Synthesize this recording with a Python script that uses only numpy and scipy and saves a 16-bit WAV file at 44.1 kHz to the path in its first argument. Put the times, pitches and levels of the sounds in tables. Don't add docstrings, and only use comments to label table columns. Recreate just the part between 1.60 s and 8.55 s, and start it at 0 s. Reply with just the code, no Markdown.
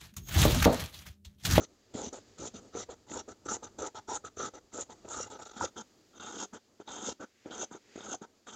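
import sys
import numpy as np
from scipy import signal
from scipy.fft import rfft, irfft
from scipy.io import wavfile
from scipy.ndimage import uniform_filter1d

SR = 44100
rng = np.random.default_rng(int(sys.argv[2]) if len(sys.argv) > 2 else 0)


def volts_from_db(level):
    exponent = np.asarray(level, float) / 20
    return 10 ** exponent


def transcribe(u):
    v = np.clip(np.atleast_2d(u).T, -1, 1)
    q = np.round(v * 32767).astype(np.int16)
    wavfile.write(sys.argv[1], SR, q)


N = 306495
T = np.arange(N) / SR

# start_s, length_s, force_db, handles_db, steel_db
FOLD_CUTS = [
    (0.002, .05, -48, -3, -3.5),
    (0.34, .15, -44, -9, -5.5),
    (0.795, 0.094, -41, -13, -7),
    (1.148, 0.093, -43, -9, -3),
]
# start_s, length_s, force_db, handles_db, steel_db
QUICK_CUTS = [
    (1.505, 0.11, -44.5, -0.5, -2),
    (1.858, .11, -45, 2.5, 3.5),
    (2.186, 0.1, -45.5, -0.5, 0),
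    (2.482, 0.094, -45, 1.5, 2),
    (2.77, 0.12, -46, 0, 2),
    (3.134, 0.1, -47, -3.5, 2),
    (3.487, 0.17, -48.5, 1, 3),
    (4.0, 0.063, -41, 1.5, 2.5),
]
# start_s, length_s, force_db, handles_db, steel_db
SLOW_CUTS = [
    (4.594, 0.26, -50.5, 1.5, 2),
    (5.276, 0.25, -47, -2.5, 0.5),
    (5.908, 0.14, -48.5, -1, 1),
    (6.405, 0.15, -48.5, -1.5, -1),
    (6.869, 0.15, -53.5, 3, 2.5),
]
# start_s, length_s, force_db, handles_db, steel_db
OPENINGS = [(0.527, 0.062, -48, -7.5, 0), (0.94, 0.057, -47.5, -7.5, -2), (1.291, 0.05, -44.5, -7, -4.5),
            (1.68, .048, -48, -4, -2), (2.027, 0.051, -51.5, 7.5, 5), (2.348, 0.049, -50.5, 8, 5),
            (2.642, 0.043, -50, 6, 3), (2.937, 0.05, -50.5, 1.5, 2), (3.297, 0.037, -49.5, -1, 0),
            (3.448, 0.043, -47, 0, -2.5), (3.66, 0.027, -48.5, 4, -0.5), (3.7, 0.072, -48.5, 0.5, 2.5),
            (3.79, 0.18, -53.5, 6, 8), (3.966, 0.037, -48, 3, 6.5), (4.07, 0.024, -56, 0, 7.5),
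            (4.163, 0.057, -44.5, -0.5, 3), (4.933, 0.044, -47, 0.5, -1.5), (5.2, 0.023, -51.5, -0.5, -4.5),
            (5.601, 0.047, -44.5, -1.5, -5), (5.855, 0.037, -47, -11, -14), (6.112, 0.064, -49.5, 0, -2.5),
            (6.358, 0.043, -47, -4.5, 0.5), (6.617, 0.035, -46.5, -2.5, -6)]
# travel_share, table_db, handles_db, blades_db, edge_hiss_db
FOLD_SHAPE = [(0, 1, -3.5, -7.5, -1), (.35, 1, 1.5, -10.5, 2), (.6, 0, 2, -9, 2), (.85, -2, -6, -5, 3),
              (1, -8, -8, -9, -7.5)]
QUICK_SHAPE = [(0, -2.5, -4, -15.5, 2), (.25, -0.5, 0, -10.5, 1), (.55, 3.5, 3, -11.5, 1),
               (.85, -4.5, -1.5, -6, 5), (1, -4, -5.5, -13.5, -9)]
SLOW_SHAPE = [(0, 0.5, 0.5, -3.5, -5.5), (.3, -1.5, -0.5, -4.5, -0.5), (0.551, 0.5, -1.5, -9, -2.5),
              (.75, 4, 2.5, -0.5, 6), (.88, 7.5, 7, 2.5, 8.5), (1, 0.5, -3, -8, -1.5)]
OPENING_SHAPE = [(0, 4, -2.5, -16.5, -7), (.3, -2, -2.5, -10, -3), (1, -6, -5, -16, -14.5)]
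# bite_s, lead_s, level_db
CREEPS = [
    (0.796, 0.021, -52.5),
    (1.148, 0.022, -52.5),
    (1.505, 0.038, -52.5),
    (3.134, 0.016, -58.5),
    (4.6, 0.066, -53.5),
    (5.279, 0.024, -62),
]
# time_s, depth_db, length_ms
STICKS = [(1.584, 3, 4.5), (1.876, 14, 9.7), (2.062, 14, 7.5), (2.261, 4, 3.3), (2.782, 10, 11),
          (2.845, 2, 6.6), (3.467, 19, 17.4), (3.495, 11, 7.1), (3.623, 5, 12), (3.658, 6, 9.8),
          (3.69, 10, 12), (3.811, 11, 12), (3.846, 21, 13.4), (3.885, 17, 13.5), (3.906, 15, 8.5),
          (3.928, 16, 9.8), (3.947, 6, 14), (4.034, 2, 6.3), (4.592, 41, 7.8), (4.72, 11, 6.5),
          (4.779, 8, 8.7), (4.822, 10, 6.3), (5.506, 6.5, 15), (6.371, 17, 7.9), (6.383, 2, 4.6),
          (6.424, 8, 20), (6.918, 10, 13)]
# low_hz, high_hz, broad_crackle_db (re rings), threads_per_s, scatter_db, flutter_db,
# darkening_db_per_octave (towards the tips), later_crackle_db (change in second sitting)
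PARTS = [
    (141, 600, -17.5, 1200, 2.5, 2.5, -4.5, 0.5),
    (590, 1590, -24.5, 2200, 2, 2.5, 7.5, 3.5),
    (1960, 5500, -8, 5000, 1.5, 2.5, 27.5, -5),
    (4450, 11650, -16.5, 13000, 2.66, 3.5, 34, -2),
]
# mode_hz, width_hz, level_db
FIRST_MODES = [(242, 99, -6), (431, 223, -1), (871, 110, 10.5), (623, 47, -5.5), (1285, 111, 13),
               (1760, 20, -23), (2000, 130, -2), (2790, 56, 0), (3628, 720, 5), (4340, 22, -2.5),
               (5670, 154, 3), (6083, 153, 10.5), (6885, 615, 6), (7560, 400, -4.5), (6940, 620, -30.5),
               (9200, 50, -38)]
# mode_hz, width_hz, level_db
SECOND_MODES = [(221.3, 38, -3.5), (393, 173, -2.5), (926, 260, 6.5), (740, 74, 1.5), (1266, 236, 8),
                (1479, 213, 0.5), (2770, 100, -7), (3200, 190, 3.5), (3652, 190, 2), (5620, 1300, -13.5),
                (6120, 92, 3), (6544, 240, 1), (7355, 460, -10), (7500, 87, -33)]
# time_s, peak_db, ring_hz, tick_db
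KNOCKS = [(0.349, -25, 242, 4.5), (0.469, -30, 248, 8), (0.792, -41, 245, 10), (1.149, -28, 431, 5),
          (1.291, -35.5, 496, -9), (1.513, -31, 344, 13.5), (1.565, -29, 490, -15.5),
          (1.678, -37.5, 366, -1), (1.859, -30.5, 353, 2), (2.023, -40, 474, -10), (2.211, -31.5, 368, 5),
          (2.345, -36.5, 436, 5), (2.483, -33, 393, -2), (2.641, -36, 434, -1), (2.77, -35, 424, 8),
          (3.45, -35.5, 394, 4), (3.599, -29, 508, 8), (4.008, -20.5, 940, -29), (4.039, -22, 518, -9),
          (5.199, -33, 388, -1), (5.279, -35.5, 836, 4), (5.601, -33, 332, -2), (5.483, -25.5, 500, -12.5),
          (5.857, -31.5, 326, 2), (5.898, -37.5, 396, 7), (6.029, -29.5, 560, 6), (6.147, -34, 396, 5),
          (6.356, -32, 317, 8), (6.375, -33, 393, 8), (6.539, -28.5, 726, -12)]
# start_s, end_s
OVERLAP_S = (3.47, 4.95)
# time_s, pull_db
PULL = [(0, -4.5), (.3, 1.5), (.7, 4.5), (1.1, 2), (1.4, -2), (2.1, -0.5), (3.05, -2.5), (3.4, 0.5),
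        (4.26, 0), (4.5, 0), (4.9, 2), (5.1, -4), (5.8, -0.5), (6.2, -1.5), (6.34, 4.5), (6.6, -2),
        (6.8, -3)]
# freq_hz, density_db
CLOTH_SPECTRUM = [(900, -29.5), (1600, -0.5), (2200, -3.5), (2800, -3.5), (3500, -3), (4200, -2), (4800, 2),
                  (5400, -3.5), (7000, -1), (7800, -10.5), (8600, -26)]
# freq_hz, density_db
HUM_SPECTRUM = [(15, -44.5), (25, -2.5), (43, -5), (101, 3.5), (156, -6), (220, 1.5), (406, 0), (1050, -14),
                (1280, -11), (1890, -37), (5550, -26), (6920, -16.5), (8620, -32.5), (11200, -84.5),
                (19000, -120)]


def unit(x):
    return x / np.sqrt(np.mean(x ** 2))


def ring(x, hz, width_hz):
    return signal.lfilter(*signal.iirpeak(hz, hz / width_hz, fs=SR), x)


def band(x, lo_hz, hi_hz, order=2):
    return signal.sosfilt(signal.butter(order, [lo_hz, hi_hz], "band", fs=SR, output="sos"), x)


def smooth(x, length):
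    return uniform_filter1d(uniform_filter1d(x, length), length)


def walk(rate_hz):
    hold = int(SR / rate_hz)
    steps = np.repeat(rng.standard_normal(N // hold + 1), hold)
    return unit(smooth(steps, hold)[:N])


def coloured(x, spectrum):
    hz, db = np.transpose(spectrum)
    freq_hz = np.fft.rfftfreq(N, 1 / SR) + 1
    gain_db = np.interp(np.log(freq_hz), np.log(hz), db, left=-60, right=-90)
    return unit(irfft(rfft(x) * volts_from_db(gain_db), N))


def threads(rate_hz, scatter_db):
    when, sign, size = rng.random((3, N))
    return (when < rate_hz / SR) * np.sign(sign - 0.5) * volts_from_db(-scatter_db * np.log(size + 1e-9))


def loading():
    strokes = []
    for cuts, shape in ((FOLD_CUTS, FOLD_SHAPE), (QUICK_CUTS, QUICK_SHAPE),
                        (SLOW_CUTS, SLOW_SHAPE), (OPENINGS, OPENING_SHAPE)):
        share, *part_db = np.transpose(shape)
        for start_s, length_s, force_db, handles_db, steel_db in cuts:
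            offset_db = np.array([[0], [handles_db], [steel_db], [steel_db]])
            load_db = np.array(part_db) + force_db + offset_db
            strokes.append(np.transpose([start_s + np.clip(share, 0, 1) * length_s, *load_db]))
    for bite_s, lead_s, db in CREEPS:
        strokes.append(np.array([[bite_s - lead_s, db - 10, db - 15, db - 21, db - 23],
                                 [bite_s - 0.004, db, db - 1, db - 3, db - 1]]))
    strokes.sort(key=lambda stroke: stroke[0, 0])
    rows = np.concatenate(strokes)
    rows[:, 0] = np.minimum.accumulate(rows[::-1, 0])[::-1]
    last = np.cumsum([len(stroke) for stroke in strokes]) - 1
    spans = [(rows[i - len(stroke) + 1, 0], rows[i, 0]) for i, stroke in zip(last, strokes)]
    return rows.T, spans


def contact(spans):
    starts, ends = np.transpose(spans)
    k = np.searchsorted(ends, T)
    until_s = np.append(starts, 99)[k] - T
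    since_s = T - np.append(-99, ends)[k]
    return np.maximum(np.exp(-np.maximum(until_s + 0.0019, 0) / 0.003), np.exp(-since_s / 0.0037))


def binding():
    dip_db = np.zeros(N)
    for s, db, ms in STICKS:
        dip_db += np.interp(T, [s - ms * 0.00092, s, s + ms * 0.00097], [0, -db, 0])
    for s, *_ in KNOCKS:
        dip_db += np.interp(T, [s - 0.004, s + 0.0057, s + 0.0081], [0, -7, 0])
    return dip_db


def shears():
    (time_s, *part_loads_db), spans = loading()
    travel = np.interp(T, np.ravel(spans), np.tile([-0.5, 0.5], len(spans)))
    second = np.interp(T, [3.7, 4.3], [0, 1])
    fold_db = np.interp(T, [1.0, 1.3, 3.7, 4.3], [5.5, -2.5, -4, 1.5])
    patchy = walk(25)
    patchy_db = 5.0 - 2.37 * second
    judder = np.tanh(walk(76))
    out = np.zeros(N)
    for part_row, load_db in zip(PARTS, part_loads_db):
        lo, hi, broad_db, threads_hz, scatter_db, flutter_db, slide_db, later_db = part_row
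        flutter = 0.36 * judder + 0.75 * walk(140)
        crackle = threads(threads_hz, scatter_db) * volts_from_db(flutter_db * flutter)
        part = volts_from_db(broad_db + fold_db + later_db * second) * unit(band(crackle, lo, hi, order=4))
        for share, modes in ((1 - second, FIRST_MODES), (second, SECOND_MODES)):
            rings = np.zeros(N)
            for k, (hz, width_hz, db) in enumerate(modes):
                if lo <= hz < hi:
                    drive_db = db + patchy_db * np.roll(patchy, int(hz * 31))
                    drive_db = drive_db - slide_db * travel * np.log2(hz / np.sqrt(lo * hi))
                    mode = ring(ring(crackle, hz, width_hz), hz, 4 * width_hz)
                    rings += (-1) ** k * volts_from_db(drive_db) * mode
            part = part + share * unit(rings)
        part = part / (smooth(part ** 2, 1100) + 1e-9) ** 0.23
        out += unit(part) * volts_from_db(np.interp(T, time_s, load_db))
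    out = out - 0.5 * ring(out, 1074, 68)
    flex_db = np.interp(T, time_s, part_loads_db[0]) - 14 - 6.3 * second
    flex = unit(band(threads(330, 2.0), 55, 129)) * volts_from_db(flex_db)
    return (out * volts_from_db(binding()) + flex) * contact(spans)


def knocks():
    out = np.zeros(N + 4096)
    t = np.arange(4096) / SR
    rise = 1 - np.exp(-t / 0.002)
    for s, db, hz, tick_db in KNOCKS:
        body = np.sin(2 * np.pi * hz * t) * np.exp(-t / 0.0026)
        body += 0.5 * np.sin(2 * np.pi * 1.504 * hz * t) * np.exp(-t / 0.0021)
        noise = rng.standard_normal(4096)
        tick = volts_from_db(tick_db - 18) * band(noise, 900, 3500) * np.exp(-t / 0.0029)
        thump = 0.053 * (s < OVERLAP_S[1]) * np.sin(2 * np.pi * 88 * t) * np.exp(-t / 0.014)
        i = int((s + 0.00182) * SR)
        out[i:i + 4096] += volts_from_db(db + 7.5) * rise * (body + tick + thump)
    return band(out[:N], 65, 9000)


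def cloth_swish():
    level_db = np.interp(T, [5.68, 5.84, 5.9, 6.18, 6.36, 6.45], [-81, -70, -65, -78, -64, -62],
                         left=-120, right=-120)
    return unit(ring(threads(15000, 1.0), 2000, 900)) * volts_from_db(level_db)


def cloth_drag(pull_db):
    return coloured(threads(14000, 0.96), CLOTH_SPECTRUM) * volts_from_db(-71.5 + pull_db + walk(24))


def room_hum(pull_db):
    after_cut_db, recovery_s = -4, 0.15
    level_db = -65.5 + 0.4 * pull_db + 2.5 * walk(12)
    level_db += np.interp(T, [4.4, 4.9], [0, -2])
    for s, length_s, *_ in SLOW_CUTS[:3]:
        end_s = s + length_s
        level_db += np.interp(T, [end_s - 0.05, end_s + 0.029, end_s + 0.04 + recovery_s],
                              [0, after_cut_db, 0])
    hum = coloured(rng.standard_normal(N), HUM_SPECTRUM) * volts_from_db(level_db)
    rumble = signal.sosfiltfilt(signal.butter(2, 130, fs=SR, output="sos"), hum)
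    rumble_left = 0.45
    return hum - np.interp(T, OVERLAP_S, [0, 1 - rumble_left]) * rumble


def scene():
    near = shears() + knocks()
    t = np.arange(8192) / SR
    decay_s = 0.11
    walls = rng.standard_normal(8192) * np.exp(-np.log(1000) * t / decay_s) * (t > 0.003)
    tail = volts_from_db(-39.5) * signal.fftconvolve(near, walls)[:N]
    pull_db = np.interp(T, *np.transpose(PULL))
    return (near + tail + cloth_swish() + cloth_drag(pull_db) + room_hum(pull_db))[None]


def top_cut(x):
    return signal.sosfilt(signal.butter(12, 15740, fs=SR, output="sos"), x)


def record(dry):
    narrow = signal.sosfilt(signal.cheby2(14, 50, 9050, fs=SR, output="sos"), dry)
    both = (T > OVERLAP_S[0]) & (T < OVERLAP_S[1])
    hiss = rng.standard_normal(N) * volts_from_db(-84 + 3 * both)
    treble_power = uniform_filter1d(band(dry[0], 4900, 8000) ** 2, 1024)
    treble_db = 10 * np.log10(treble_power + 1e-12)
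    ducked = np.clip((treble_db + 45) / 2, 0, 1)
    freq_hz = np.fft.rfftfreq(N, 1 / SR)
    hiss_slice = irfft(rfft(hiss) * (freq_hz > 8900) * (freq_hz < 10400), N)
    return top_cut(narrow + hiss - ducked * hiss_slice)


dry = scene()
out = record(dry)
transcribe(out)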